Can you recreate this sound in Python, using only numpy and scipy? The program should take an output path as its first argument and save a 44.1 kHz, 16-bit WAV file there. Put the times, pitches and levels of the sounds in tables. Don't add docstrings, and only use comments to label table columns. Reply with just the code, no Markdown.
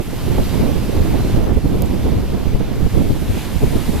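import sys
import numpy as np
from scipy import signal
from scipy.fft import rfft, irfft, next_fast_len
from scipy.io import wavfile
from scipy.ndimage import uniform_filter1d, minimum_filter1d, map_coordinates

SR = 44100
rng = np.random.default_rng(int(sys.argv[2]) if len(sys.argv) > 2 else 0)


def waveform_to_disk(signal):
    frames = np.transpose(np.atleast_2d(signal))
    scaled = np.clip(frames, -1, 1) * 32767
    samples = np.round(scaled).astype(np.int16)
    wavfile.write(sys.argv[1], SR, samples)


N = 176400
T = np.arange(N) / SR

# (time [s], relative wash level [dB], relative foam level [dB])
SURF_LEVELS = [(0, -45, -44.5), (.27, -39.5, -41), (.55, -38, -40.5), (.72, -40, -42.5),
               (1.05, -38.7, -41.5), (1.34, -39, -43.5), (1.5, -44, -48.5), (1.72, -43.5, -46),
               (2.05, -41, -45), (2.2, -43, -47), (2.5, -42.5, -47.5), (2.68, -43.5, -49),
               (2.92, -41.5, -44.5), (3.2, -44.5, -44), (4, -41, -51)]
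# (frequency [Hz], relative level [dB])
SURF_WASH_SPECTRUM = [(100, -9), (400, 1.5), (900, 1.5), (1300, -2.5), (1750, -4.5), (2300, -3.5),
                      (3500, -6), (5000, -10.5), (7000, -16.5), (12000, -47)]
SURF_FOAM_SPECTRUM = [(2000, -23), (4000, -1.5), (6000, -4.5), (8000, -2.5), (10000, -2), (12200, 2.5),
                      (13500, -0.5), (15000, -9)]
# (frequency [Hz], coherence [0-1])
WASH_COHERENCE = [(300, 1), (1200, 0.99), (2000, 0.89), (3500, 0.71), (6000, 0.56)]
SURF_FOAM_COHERENCE = [(4000, 0.42), (8000, 0.14), (13000, 0.29)]
# (time [s], relative level [dB])
WIND_LEVELS = [(0, -27), (.17, -26), (.33, -21), (.65, -21.5), (1.1, -19.5), (1.6, -21), (2.2, -20.5),
               (2.7, -22.5), (3.05, -24), (3.2, -24), (3.35, -22), (3.5, -24), (3.7, -24.5), (4, -24)]
# (time [s], length [s], level change [dB])
WIND_LULLS = [(.12, .16, -0.5), (0.517, 0.027, -4), (1.605, 0.049, -6.5), (2.894, 0.034, -7.5),
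              (3.197, 0.048, 0.5), (3.484, .05, -2.5)]
# (time [s], length [s], thump [dB], flutter [dB], tearing [dB])
LEFT_GUSTS = [(.385, .06, -15.5, -29, -34), (.427, 0.035, -20, -21, -29), (.608, 0.024, -12, -15, -22.5),
              (.732, .02, -20, -23, -34), (.96, .04, -16.5, -24, -30), (1.008, 0.023, -12, -16.5, -36),
              (1.125, 0.044, -29, -19.5, -34), (1.34, .026, -12.5, -29, -36),
              (1.386, 0.024, -10.5, -18, -35), (1.472, 0.011, -25, -17, -19.5),
              (1.495, 0.02, -26, -18, -22.5), (1.565, 0.031, -13, -27, -36),
              (1.648, 0.016, -19, -15.5, -35), (1.742, 0.036, -18, -20, -27), (2.06, 0.045, -14, -21, -40),
              (2.17, 0.054, -22, -20, -37), (2.552, 0.014, -7, -17.5, -38), (2.857, 0.015, -11, -25, -40),
              (2.955, 0.0088, -23, -20, -19), (3, 0.11, -17.5, -23.5, -42),
              (3.106, 0.017, -9.5, -12, -26.5), (3.132, 0.014, -12.5, -20, -38),
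              (3.299, 0.028, -10.5, -22.5, -35), (3.636, 0.021, -10, -11.5, -30),
              (3.678, 0.016, -17, -17, -34), (3.763, 0.016, -17, -11.5, -30),
              (3.885, 0.042, -18, -23.5, -35), (3.96, .05, -19, -20.5, -39)]
RIGHT_GUSTS = [(.006, 0.017, -26, -15, -31.5), (.281, 0.011, -24, -13, -22), (.31, 0.019, -9, -17, -28),
               (.328, 0.02, -22, -16, -27), (.383, 0.0076, -25, -10.5, -16), (.399, 0.025, -11, -14.5, -19),
               (.55, 0.035, -22, -13, -31), (.629, 0.03, -16, -11.5, -26), (.66, 0.022, -12, -17, -24.5),
               (.694, 0.021, -16, -15, -22), (.765, 0.02, -14, -17, -30), (.975, .022, -13, -17.5, -32),
               (1.01, 0.026, -6, -17, -38), (1.075, 0.016, -23, -15, -30), (1.148, 0.041, -25, -15, -27),
               (1.347, 0.019, -8.5, -15, -27), (1.378, 0.031, -13, -14, -23),
               (1.43, 0.045, -11.5, -21, -24.5), (1.519, 0.029, -8, -14, -26),
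               (1.574, 0.021, -7, -13.5, -24.5), (1.657, 0.026, -8.5, -15.5, -28),
               (1.73, 0.085, -19, -18, -30), (1.832, 0.036, -15, -15.5, -25.5),
               (1.915, 0.027, -18, -18, -31), (2.08, 0.052, -14.5, -17.5, -27.5),
               (2.13, 0.017, -11, -16, -32), (2.186, 0.022, -16, -21, -31), (2.348, 0.011, -21, -12, -33),
               (2.473, 0.019, -9, -19, -31), (2.494, 0.015, -9, -27, -41), (2.611, .009, -12, -12.5, -24),
               (2.634, .026, -15.5, -29, -42), (2.835, 0.054, -9, -27, -44),
               (2.865, 0.018, -10.5, -16, -36), (2.945, .025, -11.5, -28, -35),
               (2.976, 0.021, -6, -12, -26), (3.011, 0.021, -8.5, -12, -32), (3.06, .06, -16, -19.5, -45),
               (3.373, .012, -22, -15, -24), (3.567, .024, -9, -32, -40), (3.64, 0.043, -9.5, -18, -41),
               (3.668, .018, -16, -19, -34), (3.755, 0.067, -12.5, -21, -33),
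               (3.895, 0.017, -8.5, -13.5, -34)]
# (frequency [Hz], relative level [dB])
THUMP_SPECTRUM = [(8, 1.5), (20, 1.5), (50, 0.5), (110, -2.5), (150, -8), (250, -18.5), (500, -46),
                  (2000, -120)]
FLUTTER_SPECTRUM = [(50, -13), (120, -1), (220, 1.5), (350, -4), (500, -11.5), (750, -20.5), (1100, -33),
                    (2500, -66), (6000, -120)]
TEARING_SPECTRUM = [(150, -31), (400, 8.5), (650, 0.5), (900, -7), (1300, -14.5), (2000, -24.5),
                    (5000, -55), (10000, -120)]
# (time [s], relative level [dB])
CLOSE_TICKS = [(1.8212, -15), (1.8595, -29)]
# (frequency [Hz], relative level [dB])
TICK_SPECTRUM = [(4000, -20), (5700, -10), (6700, 1.5), (7400, -1), (8700, -10), (10000, -11), (11700, -.5),
                 (13000, -2), (14500, 0), (15500, -5)]
# (time [s], relative wash level [dB], relative foam level [dB])
BREAKER_LEVELS = [(2.7, -55, -68), (3.3, -42.5, -47.5), (3.38, -36.7, -44.5), (3.54, -40.5, -43.5),
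                  (3.8, -39.5, -41.5), (4, -41, -40)]
# (frequency [Hz], relative level [dB])
BREAKER_WASH_SPECTRUM = [(100, -4), (400, -5), (850, 3), (1300, -6.5), (1750, -3), (2300, -3), (3500, -4),
                         (5000, -13), (7000, -13), (12000, -36)]
BREAKER_FOAM_SPECTRUM = [(2000, -16), (4000, 1), (6000, -3.5), (9000, 0.5), (12200, 2.5), (13500, -0.5),
                         (15000, -9)]

TOP_HZ = 15200


def amp(db):
    return 10 ** (np.asarray(db) / 20)


def unit(x):
    return x / np.sqrt(np.mean(x ** 2) + 1e-20)


def along(points, hz):
    knots_hz, values = np.transpose(points)
    return np.interp(np.log(hz + 1), np.log(knots_hz + 1), values)


def curves(rows):
    times, *columns = np.transpose(rows)
    return [np.interp(T, times, column) for column in columns]


def wobble(knots_per_s):
    return map_coordinates(rng.standard_normal(2048), [T * knots_per_s], mode="wrap")


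def bump(time, length):
    return np.exp(-(2 * (T - time) / length) ** 2)


def filtered(x, response):
    size = next_fast_len(N + 8192)
    return irfft(rfft(x, size) * response(np.fft.rfftfreq(size, 1 / SR)), size)[..., :N]


def noise(spectrum):
    return unit(filtered(rng.standard_normal(N), lambda hz: amp(along(spectrum, hz))))


def placed(pair, lag_s, right_db):
    sides = np.array([[-.5], [.5]])
    return amp(sides * right_db) * filtered(pair, lambda hz: np.exp(2j * np.pi * hz * lag_s * sides))


def rush(spectrum, coherence, patchy_db):
    def mid_side(hz):
        angle = np.arccos(np.clip(along(coherence, hz), -1, 1)) / 2
        return amp(along(spectrum, hz)) * np.array([np.cos(angle), np.sin(angle)])

    cells = signal.stft(rng.standard_normal((2, N)), nperseg=512)[2]
    patches = uniform_filter1d(rng.standard_normal(cells.shape[1:]), size=8, axis=0)
    patches = unit(uniform_filter1d(patches, size=12, axis=1))
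    pair = signal.istft(cells * amp(patchy_db * patches), nperseg=512)[1][:, :N]
    mid, side = filtered(pair, mid_side)
    return unit(np.array([mid + side, mid - side]))


def pebbles(clicks_per_s=1500, median_hz=5590, ring_cycles=5, spread_db=2, range_db=19):
    when, pitch, rank, pan = rng.uniform(1e-4, 1 - 1e-4, (int(clicks_per_s * N / SR), 4)).T
    hz = np.clip(median_hz * (pitch / (1 - pitch)) ** .3, 900, TOP_HZ)[:, None]
    age = np.arange(160)
    cycles = hz * age / SR
    gain = amp(np.minimum(-spread_db * np.log(rank), range_db))
    clicks = gain[:, None] * np.sin(2 * np.pi * cycles) * np.exp(-2 * cycles / ring_cycles)
    samples = ((when * N).astype(int)[:, None] + age).ravel()
    panned = [clicks * np.sqrt(share)[:, None] for share in (pan, 1 - pan)]
    return unit(np.array([np.bincount(samples, side.ravel(), N)[:N] for side in panned]))


def wave(levels, wash_spectrum, foam_spectrum, foam_coherence, wash_db, foam_db, churn_db):
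    wash_level, foam_level = curves(levels)
    churn = churn_db * wobble(14)
    wash = amp(wash_level + wash_db + churn) * rush(wash_spectrum, WASH_COHERENCE, patchy_db=1.12)
    fizz = rush(foam_spectrum, foam_coherence, patchy_db=.6) + amp(-7.5) * pebbles()
    return wash, amp(foam_level + foam_db + churn) * fizz


def surf():
    wash, foam = wave(SURF_LEVELS, SURF_WASH_SPECTRUM, SURF_FOAM_SPECTRUM, SURF_FOAM_COHERENCE,
                      wash_db=5, foam_db=2, churn_db=.31)
    return placed(wash, lag_s=3.6e-5, right_db=2) + placed(foam, lag_s=1.5e-5, right_db=.5)


def turbulence(spectrum, even_s):
    air = noise(spectrum)
    window = np.hanning(int(2 * even_s * SR))
    for _ in range(2):
        power = np.abs(signal.fftconvolve(air ** 2, window / window.sum(), "same"))
        air = unit(air / np.sqrt(power + 1e-6))
    return air


def buffeting(gusts, thump_db, flutter_db, tearing_db):
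    lulls_db = sum(db * bump(time, length) for time, length, db in WIND_LULLS)
    wind_db = curves(WIND_LEVELS)[0] + lulls_db
    eddies = .7 * wobble(13) + 2 * wobble(45)
    rips = wobble(90)
    layers = [(THUMP_SPECTRUM, .034, thump_db + .5 * eddies + 2 * wobble(30)),
              (FLUTTER_SPECTRUM, .016, flutter_db + eddies + 3 * rips),
              (TEARING_SPECTRUM, .011, tearing_db + .62 * eddies + 3.3 * rips)]
    out = np.zeros(N)
    for layer, (spectrum, even_s, swing_db) in enumerate(layers):
        wind_power = amp(wind_db + swing_db) ** 2
        gust_power = sum(amp(db[layer]) ** 2 * bump(time, length) for time, length, *db in gusts)
        out += np.sqrt(wind_power + gust_power) * turbulence(spectrum, even_s)
    return out


def wind():
    return np.array([buffeting(LEFT_GUSTS, thump_db=0, flutter_db=-7, tearing_db=-19.5),
                     buffeting(RIGHT_GUSTS, thump_db=2, flutter_db=-.77, tearing_db=-15)])


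def ticks(t60_s=.0055):
    out = np.zeros(N)
    for time, db in CLOSE_TICKS:
        decay_db = 60 * np.maximum(T - time, 0) / t60_s
        out += (T >= time) * amp(db - decay_db) * noise(TICK_SPECTRUM)
    return out * amp([[-1], [1]])


def breaker():
    wash, foam = wave(BREAKER_LEVELS, BREAKER_WASH_SPECTRUM, BREAKER_FOAM_SPECTRUM,
                      foam_coherence=[(4000, .76), (13000, .6)], wash_db=2, foam_db=2, churn_db=.5)
    return placed(wash, lag_s=3e-6, right_db=1) + placed(foam, lag_s=3e-6, right_db=0)


def scene():
    return surf() + wind() + ticks() + breaker()


def record(dry):
    needed_gain = 1 / np.maximum(np.abs(dry).max(axis=0), 1)
    smooth_gain = uniform_filter1d(minimum_filter1d(needed_gain, size=301), size=301)
    return filtered(dry * smooth_gain, lambda hz: hz < TOP_HZ)


dry = scene()
out = record(dry)
waveform_to_disk(out)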